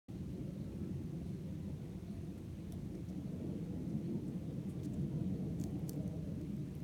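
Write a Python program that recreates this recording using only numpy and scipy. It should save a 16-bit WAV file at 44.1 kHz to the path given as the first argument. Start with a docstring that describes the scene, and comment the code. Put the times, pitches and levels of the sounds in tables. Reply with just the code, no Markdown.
"""A quiet wood on a dry day. A far rumble, like a jet high above the trees, swells and brightens:
dark noise, hollowed out by its own echo off the ground. Close by, a hand-held camera's plastic casing
ticks and knocks as it is turned, and dry leaves rustle in bursts of tiny snaps. Underneath lies a faint
bed of leaves further off, a few brief far whines, a thin high insect and an even hiss."""
import sys
import numpy as np
from scipy import signal
from scipy.fft import rfft, irfft
from scipy.io import wavfile
from scipy.ndimage import uniform_filter1d

SR = 44100
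rng = np.random.default_rng(int(sys.argv[2]) if len(sys.argv) > 2 else 0)


def unload_audio(sound):
    """Save the sound as a 16-bit wav file, at the path given as the first command line argument."""
    columns = np.transpose(np.atleast_2d(sound))
    # keep every value between -1 and 1, then stretch to whole-number steps
    steps = np.round(np.clip(columns, -1, 1) * 32767)
    wavfile.write(sys.argv[1], SR, steps.astype(np.int16))


N = 301203
TIME = np.arange(N) / SR

# Tone of the rumble before the ground echo: (frequency [Hz], relative level [dB])
RUMBLE_EQ = [(20, -44), (32, -32), (46, -9.5), (60, -4), (92, 4.5), (112, -4.5), (135, -2), (185, -1),
             (240, -4.5), (290, -8), (370, -13.5), (480, -20.5), (660, -28), (750, -33), (950, -42.5),
             (2500, -108)]
# What the leaf litter gives back in the echo: (frequency [Hz], relative level [dB])
GROUND_EQ = [(150, 2), (450, -2), (700, -3.5), (1200, -14)]
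# Slow swell of the rumble's body and roar: (time [s], level [dB])
RUMBLE_SWELL = [(0.1, -45), (0.9, -43.5), (1.5, -44.5), (2.0, -47), (2.55, -48), (2.93, -44.5),
                (3.07, -47.5), (3.17, -42.5), (3.3, -43.5), (3.62, -43.5), (3.74, -43.5), (3.87, -41),
                (4.08, -39.5), (4.45, -44.5), (4.7, -42), (4.92, -41.5), (5.15, -38.5), (5.43, -40.5),
                (5.7, -41.5), (6.0, -42), (6.4, -42.5), (6.8, -45)]
# Brightness, the upper roar against the body: (time [s], relative level [dB])
ROAR_BALANCE = [(0.1, -16.5), (.9, -19.5), (1.5, -20.5), (1.95, -15), (2.2, -19), (2.7, -16.5),
                (3.15, -17.5), (3.42, -13), (4.05, -19), (4.45, -15.5), (4.75, -18.5), (5.15, -18),
                (5.5, -16.5), (5.8, -13.5), (6.3, -15), (6.63, -23.5), (6.8, -15.5)]
# Deep bass, nearly still under the swell: (time [s], level [dB])
BASS_LEVEL = [(0.1, -50), (2.9, -50.5), (3.7, -51.5), (4.75, -52.5), (5.0, -47.5), (6.3, -50), (6.8, -52.5)]
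# Ticks of the casing: (time [s], level of the first 2 ms [dB], touched spot's lower ring [Hz],
# its upper ring [Hz], ring width [Hz], casing share [gain], casing tilt [dB/octave], knock level [dB],
# contact time [s])
CASING_TICKS = [(2.7229, -56.5, 9900, 12200, 2400, .15, 3, -14, .0002),
                (2.723, -56.5, 3500, 5670, 200, .02, 0, -24, .0003),
                (4.8334, -59, 1400, 3300, 900, .3, -3, -8, .0008),
                (5.5999, -55, 6750, 7240, 500, .2, -4, -26, .0007),
                (5.6146, -53.5, 6600, 6900, 550, .2, -3, -22, .0008),
                (5.6389, -47.5, 6540, 8250, 1000, 0.38, -8, -6, .0002),
                (5.6664, -69, 6500, 13000, 650, .6, -2, -14, .0008),
                (5.7076, -69, 9000, 12000, 650, .6, 1, -20, .0005),
                (5.7935, -65, 13500, 15500, 650, .4, 6, -20, .0008),
                (5.8942, -42.5, 6600, 9000, 1300, 0.6, 4, -20, 0.00039),
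                (5.8949, -44.5, 7700, 9700, 900, 0.39, 8, -22, .0004),
                (5.8965, -57, 7430, 10900, 650, 0.94, -3, -18, .0005),
                (5.9326, -59, 2100, 4500, 1200, .8, 1, -7, .001),
                (5.9608, -68, 12000, 14000, 650, .6, 5, -16, .0005),
                (6.0785, -60, 6230, 11300, 650, .67, -2, -10, .0007),
                (6.4145, -63, 3200, 6350, 2000, .4, 2, -9, .0012),
                (6.5665, -67, 6000, 13500, 650, .6, 3, -16, .0006),
                (6.7527, -61.5, 9700, 12200, 650, .3, -3, -20, .0009),
                (6.7840, -68, 13000, 15000, 650, .4, 3, -18, .0008),
                (6.8035, -67, 6800, 13000, 650, .5, 5.5, -22, .0009)]
# Resonances of the whole casing: (frequency [Hz], width [Hz], relative level [dB])
CASING_MODES = [(3240, 790, -10), (4380, 170, 7), (6420, 390, -1), (8300, 840, 8), (9500, 650, -7),
                (11900, 1100, 4), (14100, 1900, 3), (16400, 1800, -6)]
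# One bump as the hand shifts its grip: (time [s], ring [Hz], 60 dB decay time [s], level [dB])
GRIP_KNOCK = (2.7325, 675, .06, -50.5)
# Close leaf rustles, plus one soft low knock at 2.38 s (the 1500 Hz row): (centre time [s], half length [s],
# leaf ring [Hz], level [dB])
LEAF_RUSTLES = [(0.307, .025, 2700, -76), (1.28, .03, 3800, -73.5), (2.382, 0.0051, 1500, -66.5),
                (2.734, .011, 3550, -73), (2.73, .01, 12000, -71), (2.954, .005, 5800, -70),
                (3.094, 0.0077, 5800, -67.5), (3.902, 0.0044, 6000, -69), (4.284, .006, 8000, -71),
                (4.696, .006, 8000, -70), (4.71, 0.013, 9000, -71), (4.838, 0.0016, 6260, -60),
                (4.847, 0.0032, 4550, -64), (4.855, 0.0059, 6400, -62), (4.94, 0.004, 7150, -63),
                (5.018, .003, 6300, -74), (5.611, 0.0037, 13000, -68), (5.615, 0.023, 7000, -71),
                (5.66, 0.026, 15000, -76), (5.885, 0.0085, 6800, -68), (5.886, .005, 14000, -74),
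                (5.912, .02, 9500, -72), (6.028, .008, 9000, -75), (6.772, .025, 13500, -80.5)]
# Tone of dry leaves: (frequency [Hz], relative level [dB])
LEAF_EQ = [(1000, -10), (2500, 0.5), (4200, -1.5), (6400, -6), (9000, 1.5), (12000, -2.5), (14000, -5),
           (17000, -8)]
# Far whines: (centre time [s], half length [s], pitch [Hz], level [dB])
FAR_WHINES = [(.49, .05, 1310, -82), (.68, .025, 1320, -80), (0.85, 0.045, 1320, -75),
              (3.794, 0.11, 835, -74), (4.75, 0.071, 1170, -77), (5.207, 0.088, 685, -69),
              (6.097, 0.15, 632, -64.5), (6.1, 0.069, 785, -72)]
# The insect's one louder moment: (centre time [s], half length [s], level of the added part [dB])
INSECT_ACCENT = (2.18, .07, -88)
# Tone of the hiss bed: (frequency [Hz], relative level [dB])
HISS_EQ = [(300, 8), (1100, 3), (1500, -2.2), (2200, -0.5), (3000, -3), (4500, -5.5), (4900, -7),
           (6200, -5), (7400, -9.5), (9600, -8), (10400, -15.5), (11300, -11), (14000, -13.5),
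           (17000, -16.5)]


def rumble(echo_share=0.37, echo_lag_s=0.00581, lag_s_per_s=0.0001, bass_top_hz=126, body_top_hz=407):
    """Distance leaves only lows; the ground echo lags more as the source climbs, sliding a comb down."""
    direct = turbulence(coloured(rng.standard_normal(N), RUMBLE_EQ), depth_db=3.0, per_s=3.6)
    lag_s = echo_lag_s + lag_s_per_s * TIME
    echo = np.interp(TIME - lag_s, TIME, coloured(direct, GROUND_EQ))
    combed = direct + echo_share * echo
    flutter_db = drift(per_s=10.2)   # about 1 dB of quick unevenness on body and roar
    swell_gain = fader(RUMBLE_SWELL) * from_db(flutter_db)
    bass = steady(band(combed, 0, bass_top_hz), span_s=0.76)
    body = steady(band(combed, bass_top_hz, body_top_hz), span_s=0.17)
    roar = steady(band(combed, body_top_hz, SR), span_s=0.76)
    return fader(BASS_LEVEL) * bass + swell_gain * (body + fader(ROAR_BALANCE) * roar)


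def turbulence(x, depth_db, per_s):
    """Turbulent air fades each band in and out on its own: by depth_db at 500 Hz, more above."""
    edges_hz = np.r_[0, np.geomspace(120, 1200, 20), SR]
    return sum(band(x, low, high) * from_db(depth_db * np.sqrt(low / 500) * drift(per_s))
               for low, high in zip(edges_hz, edges_hz[1:]))


def casing_ticks(grind_share=0.12, crack_share=0.34, spot_share=1.7):
    """A sharp slip and brief grind crack, ring the casing and the touched spot, and knock dully."""
    track, t = np.zeros(N + SR), TIME[:SR // 40]
    low_cut = signal.butter(2, 900, "high", fs=SR, output="sos")   # too small to radiate lows
    for s, level_db, lower_hz, upper_hz, ring_width, share, tilt, knock_db, contact_s in CASING_TICKS:
        slip = grind_share * rng.standard_normal(len(t)) * np.exp(-t / contact_s)
        slip[0] = 1   # the transient ahead of the grind
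        slip = signal.sosfilt(low_cut, slip)
        casing = sum((-1) ** k * from_db(db + tilt * np.log2(hz / 8000)) * resonance(slip, hz, width)
                     for k, (hz, width, db) in enumerate(CASING_MODES))
        spot = resonance(slip, lower_hz, ring_width) + resonance(slip, upper_hz, ring_width)
        knock = from_db(knock_db) * resonance(slip, hz=1900, width_hz=1500)
        crack = resonance(slip, hz=13000, width_hz=10000)
        tick = share * casing + spot_share * spot + knock + crack_share * crack
        start = int(s * SR)
        track[start:start + len(t)] += from_db(level_db) * tick / np.std(tick[:SR // 500])
    return track[:N]


def grip_knock(contact_s=0.0019):
    """A soft bump on the hollow casing leaves one low, dying ring."""
    s, hz, t60, db = GRIP_KNOCK
    t = np.maximum(TIME - s, 0)
    attack = 1 - np.exp(-t / contact_s)
    return attack * from_db(db - 60 * t / t60) * np.sin(2 * np.pi * hz * t)


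def near_leaves(ring_share=1.14, ring_q=5.9, stray_db=-86.0):
    """Each rustle is a short swell of dense snaps that ring a leaf; stray snaps go on throughout."""
    snaps = crackle(per_s=2200, spread_db=2.5)
    crunch = coloured(snaps, LEAF_EQ)
    rustles = np.zeros(N)
    for s, half_s, hz, db in LEAF_RUSTLES:
        ring = unit_rms(resonance(snaps, hz, hz / ring_q))
        rustles += swell(s, half_s, db) * steady(crunch + ring_share * ring, span_s=0.012)
    strays = coloured(crackle(per_s=53, spread_db=-3.0), LEAF_EQ)
    return rustles + from_db(stray_db) * strays


def woodland_reverb(x, t60_s=0.33, wet_db=-16.5, high_cut_hz=12500):
    """Ground and trunks scatter a short, faint tail that has lost its top."""
    t = TIME[:SR // 3]
    tail = rng.standard_normal(len(t)) * from_db(-60 * t / t60_s)
    tail = signal.sosfilt(signal.butter(2, high_cut_hz, fs=SR, output="sos"), tail)
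    return x + from_db(wet_db) * signal.fftconvolve(x, tail / np.linalg.norm(tail))[:N]


def far_leaves(level_db=-78.0, patchy_db=4.5):
    """Leaves stir further off: dense dull snaps that come and go in patches of different pitch."""
    snaps = crackle(per_s=2500, spread_db=6.0)
    edges_hz = np.geomspace(1300, 4500, num=9)
    patches = np.zeros(N)
    for low, high in zip(edges_hz, edges_hz[1:]):
        stir = from_db(patchy_db * np.clip(drift(per_s=12.0), -2, 2))
        patches += stir * band(snaps, low, high) / np.sqrt(low)
    return from_db(level_db) * unit_rms(patches)


def far_whines():
    """Thin distant tones that the air lets through for a moment."""
    return sum(swell(s, half_s, db) * thin_tone(hz, width_hz=16, span_s=0.048)
               for s, half_s, hz, db in FAR_WHINES)


def insect(level_db=-91.5):
    """A steady high trill that pushes forward once."""
    return (from_db(level_db) + swell(*INSECT_ACCENT)) * thin_tone(hz=9680, width_hz=99, span_s=0.12)


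def hiss(level_db=-67):
    """An even bed of airy noise."""
    return from_db(level_db) * coloured(rng.standard_normal(N), HISS_EQ)


def thin_tone(hz, width_hz, span_s):
    """A wavering tone: noise held in one narrow resonance."""
    ring = resonance(rng.standard_normal(N), hz, width_hz)
    return steady(resonance(ring, hz, width_hz), span_s)


def crackle(per_s, spread_db):
    """Tiny snaps of uneven size at random moments."""
    sizes = from_db(spread_db * np.minimum(rng.exponential(1, N), 3))
    polarity = rng.choice([-1, 1], N)
    return sizes * polarity * (rng.random(N) < per_s / SR)


def drift(per_s, hop=100):
    """A smooth random modulator of rms 1, changing about per_s times a second."""
    r = np.exp(-2 * np.pi * per_s * hop / SR)
    noise = rng.standard_normal(N // hop + 1002)
    slow = signal.lfilter([1], [1, -2 * r, r * r], noise)[1000:]   # once the filter has settled
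    return np.interp(np.arange(N) / hop, np.arange(len(slow)), unit_rms(slow))


def swell(s, half_s, db):
    """A bell-shaped rise and fall around a moment."""
    return from_db(db) * np.exp(-0.5 * ((TIME - s) / half_s) ** 2)


def fader(points):
    """Gain that rides through (time [s], level [dB]) points."""
    return from_db(np.interp(TIME, *np.transpose(points)))


def coloured(x, eq):
    """Apply an EQ curve drawn on a log-frequency axis; comes out at rms 1."""
    hz, db = np.transpose(eq)
    bins_hz = np.maximum(np.fft.rfftfreq(N, 1 / SR), 1)
    gain = from_db(np.interp(np.log(bins_hz), np.log(hz), db))
    return unit_rms(irfft(rfft(x) * gain, N))


def band(x, low_hz, high_hz):
    """Brick-wall band-pass."""
    bins_hz = np.fft.rfftfreq(N, 1 / SR)
    return irfft(rfft(x) * ((bins_hz >= low_hz) & (bins_hz < high_hz)), N)


def steady(x, span_s):
    """Leveller: holds rms near 1, keeping only flutter faster than span_s."""
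    size = max(int(span_s * SR), 2)
    power = uniform_filter1d(uniform_filter1d(x ** 2, size), size)
    return x / np.sqrt(power + 1e-20)


def resonance(x, hz, width_hz):
    """Two-pole resonance with unity gain at its peak."""
    r = np.exp(-np.pi * width_hz / SR)
    feedback = [1, -2 * r * np.cos(2 * np.pi * hz / SR), r * r]
    return signal.lfilter(np.array([1, 0, -1]) * (1 - r * r) / 2, feedback, x + 1e-18)


def from_db(db):
    """Decibels to gain."""
    return 10 ** (np.asarray(db) / 20)


def unit_rms(x):
    """Scale to rms 1."""
    return x / np.sqrt(np.mean(x ** 2) + 1e-20)


def scene():
    """Mono mix: the far rumble and a faint bed, with the small close sounds in woodland reverb."""
    bed = hiss() + far_whines() + insect()
    close = woodland_reverb(casing_ticks() + grip_knock() + near_leaves())
    return (rumble() + close + far_leaves() + bed)[None]


def record(dry, start_s=0.083, fade_s=0.004, high_cut_hz=17300):
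    """A moment of silence, a quick fade-in and a steep cut of the very top."""
    fade_in = np.clip((TIME - start_s) / fade_s, 0, 1)
    high_cut = signal.ellip(10, 0.1, 70, high_cut_hz, fs=SR, output="sos")
    return signal.sosfilt(high_cut, dry * fade_in)


dry = scene()
out = record(dry)
unload_audio(out)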